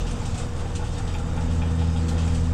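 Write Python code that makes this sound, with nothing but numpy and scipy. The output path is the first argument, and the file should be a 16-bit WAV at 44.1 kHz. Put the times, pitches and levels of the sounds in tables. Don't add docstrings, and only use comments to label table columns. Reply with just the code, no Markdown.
import sys
import numpy as np
from scipy import signal
from scipy.fft import rfft, irfft, next_fast_len
from scipy.io import wavfile
from scipy.ndimage import uniform_filter1d, map_coordinates

SR = 44100
rng = np.random.default_rng(int(sys.argv[2]) if len(sys.argv) > 2 else 0)


def invert_db(x):
    u = np.asarray(x, float) / 20
    return 10 ** u


def pcm_store(signal):
    levels = np.round(np.clip(np.atleast_2d(signal), -1, 1) * 32767)
    wavfile.write(sys.argv[1], SR, levels.astype(np.int16).T)


N = 111573

# frequency in Hz, density in dB per Hz.
MIC_SPECTRUM = [(3000, -16), (10000, 1), (15800, -15)]
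# frequency in Hz, density in dB per Hz.
RUMBLE_SPECTRUM = [(10, 12), (22, 1.5), (42, 0), (60, -1), (90, 1), (140, -4), (230, -12), (350, -19)]
# time in seconds, gain in dB.
RUMBLE_SWELL = [(0, 0), (.4, 4.5), (.8, 3.5), (1.1, -1.5), (1.3, 2), (1.7, 3.5), (2.1, 2.5), (2.53, 3)]
# time in seconds, throb rate in Hz, level in dB.
ROLLER_THROB = [(0.0, 37.7, -20), (0.35, 39.1, -30), (0.53, 30.9, -31), (0.72, 40.3, -40),
                (0.87, 39.1, -31), (0.95, 32.8, -25), (1.55, 35.1, -23), (1.722, 29.2, -38),
                (1.87, 28.5, -57), (2.11, 34.42, -27), (2.4, 35.55, -23.5), (2.53, 31.8, -24)]
# frequency in Hz, rms level in dB, unsteadiness in dB.
ELECTRIC_TONES = [
    (120, -39, 1),
    (480, -46.5, .8),
    (560, -59, 2),
    (2932, -68, 2),
    (3654, -68, 2),
    (5387, -73, 2),
]
# time in seconds, level in dB.
SQUEAL_LEVEL = [
    (0, -68),
    (1.66, -68),
    (1.8, -56),
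    (1.98, -55.5),
    (2.06, -69),
    (2.53, -69),
]
# time in seconds, level in dB.
BOOM_LEVEL = [(0, -43.5), (.15, -37), (.55, -44.5), (.8, -49), (1.3, -44), (2.2, -40.5), (2.53, -48)]
# frequency in Hz, width in Hz, level in dB.
DECK_MODES = [(231.5, 14, 0)]
# time in seconds, level in dB.
MOAN_LEVEL = [(0, -61), (.3, -37), (.5, -48), (.8, -47), (1.05, -32.5), (1.25, -42.5), (1.7, -51),
              (2.1, -45), (2.53, -55)]
# frequency in Hz, width in Hz, level in dB.
CASE_MODE = (101, 5, 0)
# start in seconds, level in dB, pitch in Hz, fade T60 in seconds.
PALLET_GROANS = [
    (.0, -35.5, 462, 0.17),
    (1.5, -48, 341.5, 1.3),
    (.33, -41.5, 726, 0.58),
    (.9, -44, 289, 1.2),
    (2.03, -38.5, 334.5, 0.3),
    (2.12, -37.5, 516, 0.38),
]
# start in seconds, peak in dB, pitch in Hz.
KNOCK_RINGS = [(.046, -45, 844), (.169, -52, 816), (.211, -38, 876), (.263, -38, 802), (.392, -55, 758),
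               (.456, -42.5, 831), (.651, -36.5, 786), (.791, -36.5, 859), (.818, -42, 872),
               (.834, -35.5, 823), (1.002, -37, 790), (1.149, -34.5, 840), (1.19, -37.5, 806),
               (1.231, -46, 828), (1.372, -34, 832), (1.413, -39, 876), (1.587, -40, 870),
               (1.623, -35, 842), (1.687, -47, 788), (1.815, -33.5, 846), (1.954, -35.5, 816),
               (2.008, -47, 787), (2.11, -35.5, 827), (2.214, -40, 836)]
# start in seconds, peak in dB, fade T60 in seconds.
FILM_SNAPS = [(.115, -65, .12), (.253, -68, .12), (.345, -66, .1), (.38, -66, .15), (.46, -63, .08),
              (.755, -64, .15), (.88, -68, .1), (.98, -67, .12), (1.072, -66, 0.074), (1.134, -57, 0.074),
              (1.155, -56, 0.069), (1.785, -67, 0.15), (2.084, -56, 0.19)]
# frequency in Hz, density in dB per Hz.
SNAP_SPECTRUM = [(8500, -30), (10000, 0), (12500, -3), (14000, -16), (15800, -25)]
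# start in seconds, peak in dB, fade T60 in seconds, treble over middle in dB.
FILM_PEELS = [(0.0014, -34, 0.11, -11.5), (0.064, -36.5, 0.6, -4), (0.108, -31.5, 0.12, -1.5),
              (0.252, -31.5, 0.13, 1), (0.2894, -40.5, 0.37, -2), (0.342, -33, 0.2, -7.5),
              (0.3755, -30.5, 0.25, 2.5), (0.5606, -40.5, 0.28, 0), (0.5894, -40, 0.22, -1),
              (0.6704, -44.5, 0.63, -2), (0.7503, -29.5, 0.17, -0.5), (0.839, -39.5, 0.59, -1),
              (0.921, -40, 0.43, -4.5), (0.979, -32, 0.12, 1), (1.07, -36.5, 0.21, -7),
              (1.1837, -36.5, 0.12, 0), (1.2594, -49, 0.6, 5), (1.3608, -39.5, 0.19, 3),
              (1.4064, -37.5, 0.23, -6), (1.503, -40, 0.52, 0.5), (1.705, -39, 0.17, 1),
              (1.752, -45, 0.12, 10), (1.93, -48, .3, 5), (1.7814, -41.5, 0.87, -5),
              (1.9686, -41, 0.34, 1.5), (2.0813, -27.5, 0.19, 0), (2.177, -35.5, 0.35, -5),
              (2.244, -50, 0.23, 3), (2.2714, -36.5, 0.12, 3), (2.343, -33.5, 0.24, 1),
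              (2.4399, -39, 0.33, -2)]
# frequency in Hz, density in dB per Hz.
CRACKLE_MIDDLE = [(1200, 2), (2000, -14), (2600, 3.5), (3700, 0.5), (5000, -3), (6500, -4)]
# frequency in Hz, density in dB per Hz.
CRACKLE_TREBLE = [(3500, -73), (5500, -4.5), (8200, 1), (9700, -11.5), (12600, -52), (15800, -38)]
# time in seconds, level in dB.
PULL_LEVEL = [(0, -44), (.1, -46.5), (.28, -43), (.53, -48.5), (.74, -48), (.82, -49), (1.15, -46),
              (1.32, -48), (1.6, -47.5), (1.85, -49), (2.07, -45), (2.16, -49), (2.25, -42.5),
              (2.42, -46.5), (2.53, -49.5)]
# frequency in Hz, density in dB per Hz.
PULL_SPECTRUM = [(2000, 0), (3600, -3), (4200, -4), (4700, -2), (7900, -0.5), (9800, -16.5), (12600, -27),
                 (15800, -36)]
# frequency in Hz, density in dB per Hz.
GEAR_SPECTRUM = [(150, -34), (260, -0.5), (385, -7), (478, -1.5), (532, -6.5), (817, -8), (954, -11),
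                 (1270, -10.5), (4500, -35), (5850, -64), (9900, -120)]
# frequency in Hz, width in Hz, level in dB.
MAST_MODES = [(813, 150, 10), (1397, 154, 2), (1788, 83, 3.5), (2400, 16, 1), (2514, 30, 1), (2680, 60, -1),
              (2908, 190, -2), (3250, 31, 4.5), (3570, 61, 3), (3670, 170, 1), (4670, 240, -4)]
# frequency in Hz, gain in dB.
RATTLE_DULLING = [(200, 1), (600, 1), (5000, 2), (9000, -15), (15800, -40)]
# start in seconds, peak in dB, upper modes over lower in dB, favoured mode in Hz.
CHAIN_KNOCKS = [(0.175, -45, -12, 2660), (0.39, -49, -20, 3700), (0.646, -44, -10, 1740),
                (0.794, -29, -22, 2450), (0.826, -27, -24, 1650), (0.993, -30, -17, 1834),
                (1.142, -26.5, -15.5, 2400), (1.196, -23.5, -41, 2710), (1.375, -25, -22, 2680),
                (1.506, -44, -6, 3060), (1.616, -25.5, -16.5, 2400), (1.811, -28.5, -14.5, 1940),
                (1.96, -29.5, -14, 3200), (2.107, -28, -18, 1730), (2.275, -38.5, -5.5, 2380)]
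LOWER_MODE_DB = [-16, -4]
# frequency in Hz, density in dB per Hz.
SCRAPE_SPECTRUM = [(700, -20), (1200, -3), (3600, 0), (5000, -25)]
# time in seconds, level in dB.
MOTOR_LOAD = [
    (0, -32),
    (.5, -35),
    (.8, -34.5),
    (1.2, -31),
    (1.45, -25.5),
    (1.7, -23),
    (2.53, -23),
]
# multiple of the turning rate, level in dB, growth with load in dB per dB.
DRONE_ORDERS = [(1, -0.5, 0.88), (2, -7.5, 0.88), (3, -13.5, 1.18), (4, -29.5, 0.37), (5, -51, 1.4),
                (6, -35.5, 0.19), (7, -39.5, 0.33), (10, -39, 0.28)]


def unit(x):
    return x / np.sqrt(np.mean(x ** 2) + 1e-20)


def wobble(rate):
    knots = rng.standard_normal(int(N * 40 / SR) + 9)
    return map_coordinates(knots, [np.arange(N) * rate / SR])


def curve(rows):
    return np.interp(np.arange(N) / SR, *np.transpose(rows))


def sine(hz, sway=0):
    return np.sin(2 * np.pi * np.cumsum(np.broadcast_to(hz, N)) / SR + sway)


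def filtered(x, response):
    m = next_fast_len(N + SR // 2)
    return irfft(rfft(x, m) * response(np.fft.rfftfreq(m, 1 / SR)), m)[:N]


def coloured(x, spectrum):
    f, db = np.transpose(spectrum)

    def gain(hz):
        return invert_db(np.interp(np.log(hz + 1), np.log(f + 1), db, -120, -120))

    return unit(filtered(x, gain))


def grainy(spread_db):
    size_db = spread_db * np.clip(rng.exponential(size=N), 0, 5)
    return unit(rng.standard_normal(N) * invert_db(size_db))


def patchy(x, patchy_db):
    z = signal.stft(x, nperseg=256)[2]
    field = uniform_filter1d(rng.standard_normal(z.shape), size=2, axis=0)
    field = uniform_filter1d(field, size=14, axis=1)
    return unit(signal.istft(z * invert_db(patchy_db * unit(field)), nperseg=256)[1][:N])


def bursts(starts, levels_db, t60s, rise_s):
    age = np.clip(np.arange(0, N + 8, 8) / SR - np.array(starts)[:, None], 0, None)
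    shape = (1 - np.exp(-age / rise_s)) * invert_db(-60 * age / np.array(t60s)[:, None])
    envelopes = np.sqrt(invert_db(2 * np.atleast_2d(levels_db)) @ shape ** 2)
    return np.repeat(envelopes, 8, axis=1)[:, :N]


def resonate(x, modes):
    def response(f):
        total = 0
        for k, (hz, width, db) in enumerate(modes):
            peak = 1j * f * width / (hz * hz - f * f + 1j * f * width)
            total = total + (-1) ** k * invert_db(db) * peak
        return total

    return filtered(x, response)


def ring(mode):
    x = resonate(rng.standard_normal(N), [mode])
    x = unit(resonate(x, [mode]))
    loudness = np.abs(signal.hilbert(x, next_fast_len(N))[:N])
    return unit(x / (loudness + .45))


def microphone_hiss():
    return invert_db(-69) * coloured(rng.standard_normal(N), MIC_SPECTRUM)


def yard_rumble():
    return invert_db(-33.5 + curve(RUMBLE_SWELL)) * coloured(rng.standard_normal(N), RUMBLE_SPECTRUM)


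def yard_echo(x):
    T60_S, FIRST_ECHO_S = .89, .012
    t = np.arange(SR // 2) / SR
    tail = rng.standard_normal(len(t)) * invert_db(-60 * t / T60_S) * (t > FIRST_ECHO_S)
    return signal.fftconvolve(x, tail / np.linalg.norm(tail))[:N]


def rollers():
    s, hz, db = np.transpose(ROLLER_THROB)
    level = invert_db(curve(np.c_[s, db]) - 6 + 1.3 * wobble(19))
    return np.sqrt(2) * level * sine(curve(np.c_[s, hz]), 1.2 * wobble(11))


def hum_and_whines():
    out = np.zeros(N)
    for hz, db, sway_db in ELECTRIC_TONES:
        out += np.sqrt(2) * invert_db(db + sway_db * wobble(9)) * sine(hz, .25 * wobble(6))
    return out


def brake_squeal():
    return invert_db(curve(SQUEAL_LEVEL)) * sine(5119, .33 * wobble(8.3))


def deck_boom():
    return invert_db(curve(BOOM_LEVEL)) * ring(*DECK_MODES)


def gearbox_moan():
    return invert_db(curve(MOAN_LEVEL)) * ring(CASE_MODE)


def pallet_groans():
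    out = np.zeros(N)
    for s, db, hz, t60 in PALLET_GROANS:
        out += ring((hz, hz / 12, 0)) * bursts([s], [db], [t60], .011)[0]
    return out


def knock_rings():
    RISE_S, T60_S, PAIR_HZ = .005, .09, 60
    out, t = np.zeros(N + SR), np.arange(SR // 8) / SR
    fade = (1 - np.exp(-t / RISE_S)) * invert_db(-60 * t / T60_S)
    chances = rng.uniform(-1.5, 1, (len(KNOCK_RINGS), 2))
    for (s, db, hz), (turn, side) in zip(KNOCK_RINGS, chances):
        partner_hz = hz + PAIR_HZ * np.sign(side)
        pair = np.sin(2 * np.pi * hz * t) + .42 * np.sin(2 * np.pi * partner_hz * t + np.pi * turn)
        out[round(s * SR):][:len(t)] += invert_db(db + 7) * fade * pair
    return out[:N]


def film_snaps():
    s, db, t60 = np.transpose(FILM_SNAPS)
    return coloured(grainy(2.4), SNAP_SPECTRUM) * bursts(s, db, t60, .003)[0]


def film_peels():
    s, db, t60, tilt_db = np.transpose(FILM_PEELS)
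    peak_db = db - 9
    middle, treble = bursts(s, [peak_db - tilt_db / 2, peak_db + tilt_db / 2], t60, .003)
    peel = middle * patchy(coloured(grainy(2.5), CRACKLE_MIDDLE), 1.8)
    peel += treble * patchy(coloured(grainy(2.5), CRACKLE_TREBLE), 2.2)
    return peel * invert_db(.74 * wobble(34))


def film_pull():
    level = invert_db(curve(PULL_LEVEL) - 3.5 + .56 * wobble(12.75))
    return level * patchy(coloured(grainy(2.5), PULL_SPECTRUM), 2.6)


def gear_noise():
    return invert_db(-40.5 + 1.07 * wobble(11.38)) * coloured(grainy(1.07), GEAR_SPECTRUM)


def mast_rattle():
    rattle = coloured(resonate(grainy(1), MAST_MODES), RATTLE_DULLING)
    return invert_db(-49 + 2.6 * wobble(21)) * rattle


def chain_knocks():
    KNOCK_DB, UPPER_DB, REACH_OCTAVES = -4.5, .5, .53
    RISE_S, T60_S = .0019, .15
    s, db, upper_db, near_hz = np.transpose(CHAIN_KNOCKS)
    t60 = np.full(len(s), T60_S)
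    levels = []
    for (_, _, level), less_db in zip(MAST_MODES, LOWER_MODE_DB):
        levels.append(db + less_db + level - MAST_MODES[0][-1])
    for hz, _, level in MAST_MODES[2:]:
        distance = np.abs(np.log2(near_hz / hz)) / REACH_OCTAVES
        levels.append(db + upper_db + UPPER_DB + level - 6 * distance)
    blows = bursts(s, np.array(levels) + KNOCK_DB, t60, RISE_S)
    scrape_level = bursts(s, db + upper_db + KNOCK_DB - 3, t60, RISE_S)[0]
    scrape = coloured(grainy(.99), SCRAPE_SPECTRUM) * scrape_level
    return scrape + sum(ring(mode) * blow for mode, blow in zip(MAST_MODES, blows))


def motor_drone():
    TURN_HZ, DRIFT = 82.47, .0012
    load_db = curve(MOTOR_LOAD)
    full_db = load_db.max()
    phase = 2 * np.pi * np.cumsum(TURN_HZ * (1 + DRIFT * wobble(5.04))) / SR
    out = np.zeros(N)
    for order, db, growth in DRONE_ORDERS:
        level_db = full_db + db + growth * (load_db - full_db) + .6 * wobble(9)
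        out += np.sqrt(2) * invert_db(level_db) * np.sin(order * phase + rng.uniform(0, 2 * np.pi))
    return out


def scene():
    background = yard_rumble() + rollers() + hum_and_whines() + brake_squeal()
    body = deck_boom() + gearbox_moan()
    near = pallet_groans() + knock_rings() + film_snaps() + film_peels() + film_pull()
    near += gear_noise() + mast_rattle() + chain_knocks()
    return (background + body + near + invert_db(-10.5) * yard_echo(near) + motor_drone())[None]


def low_pass(x):
    return signal.sosfilt(signal.butter(12, 15720, fs=SR, output="sos"), x)


def record(dry):
    return low_pass(dry + microphone_hiss())


dry = scene()
out = record(dry)
pcm_store(out)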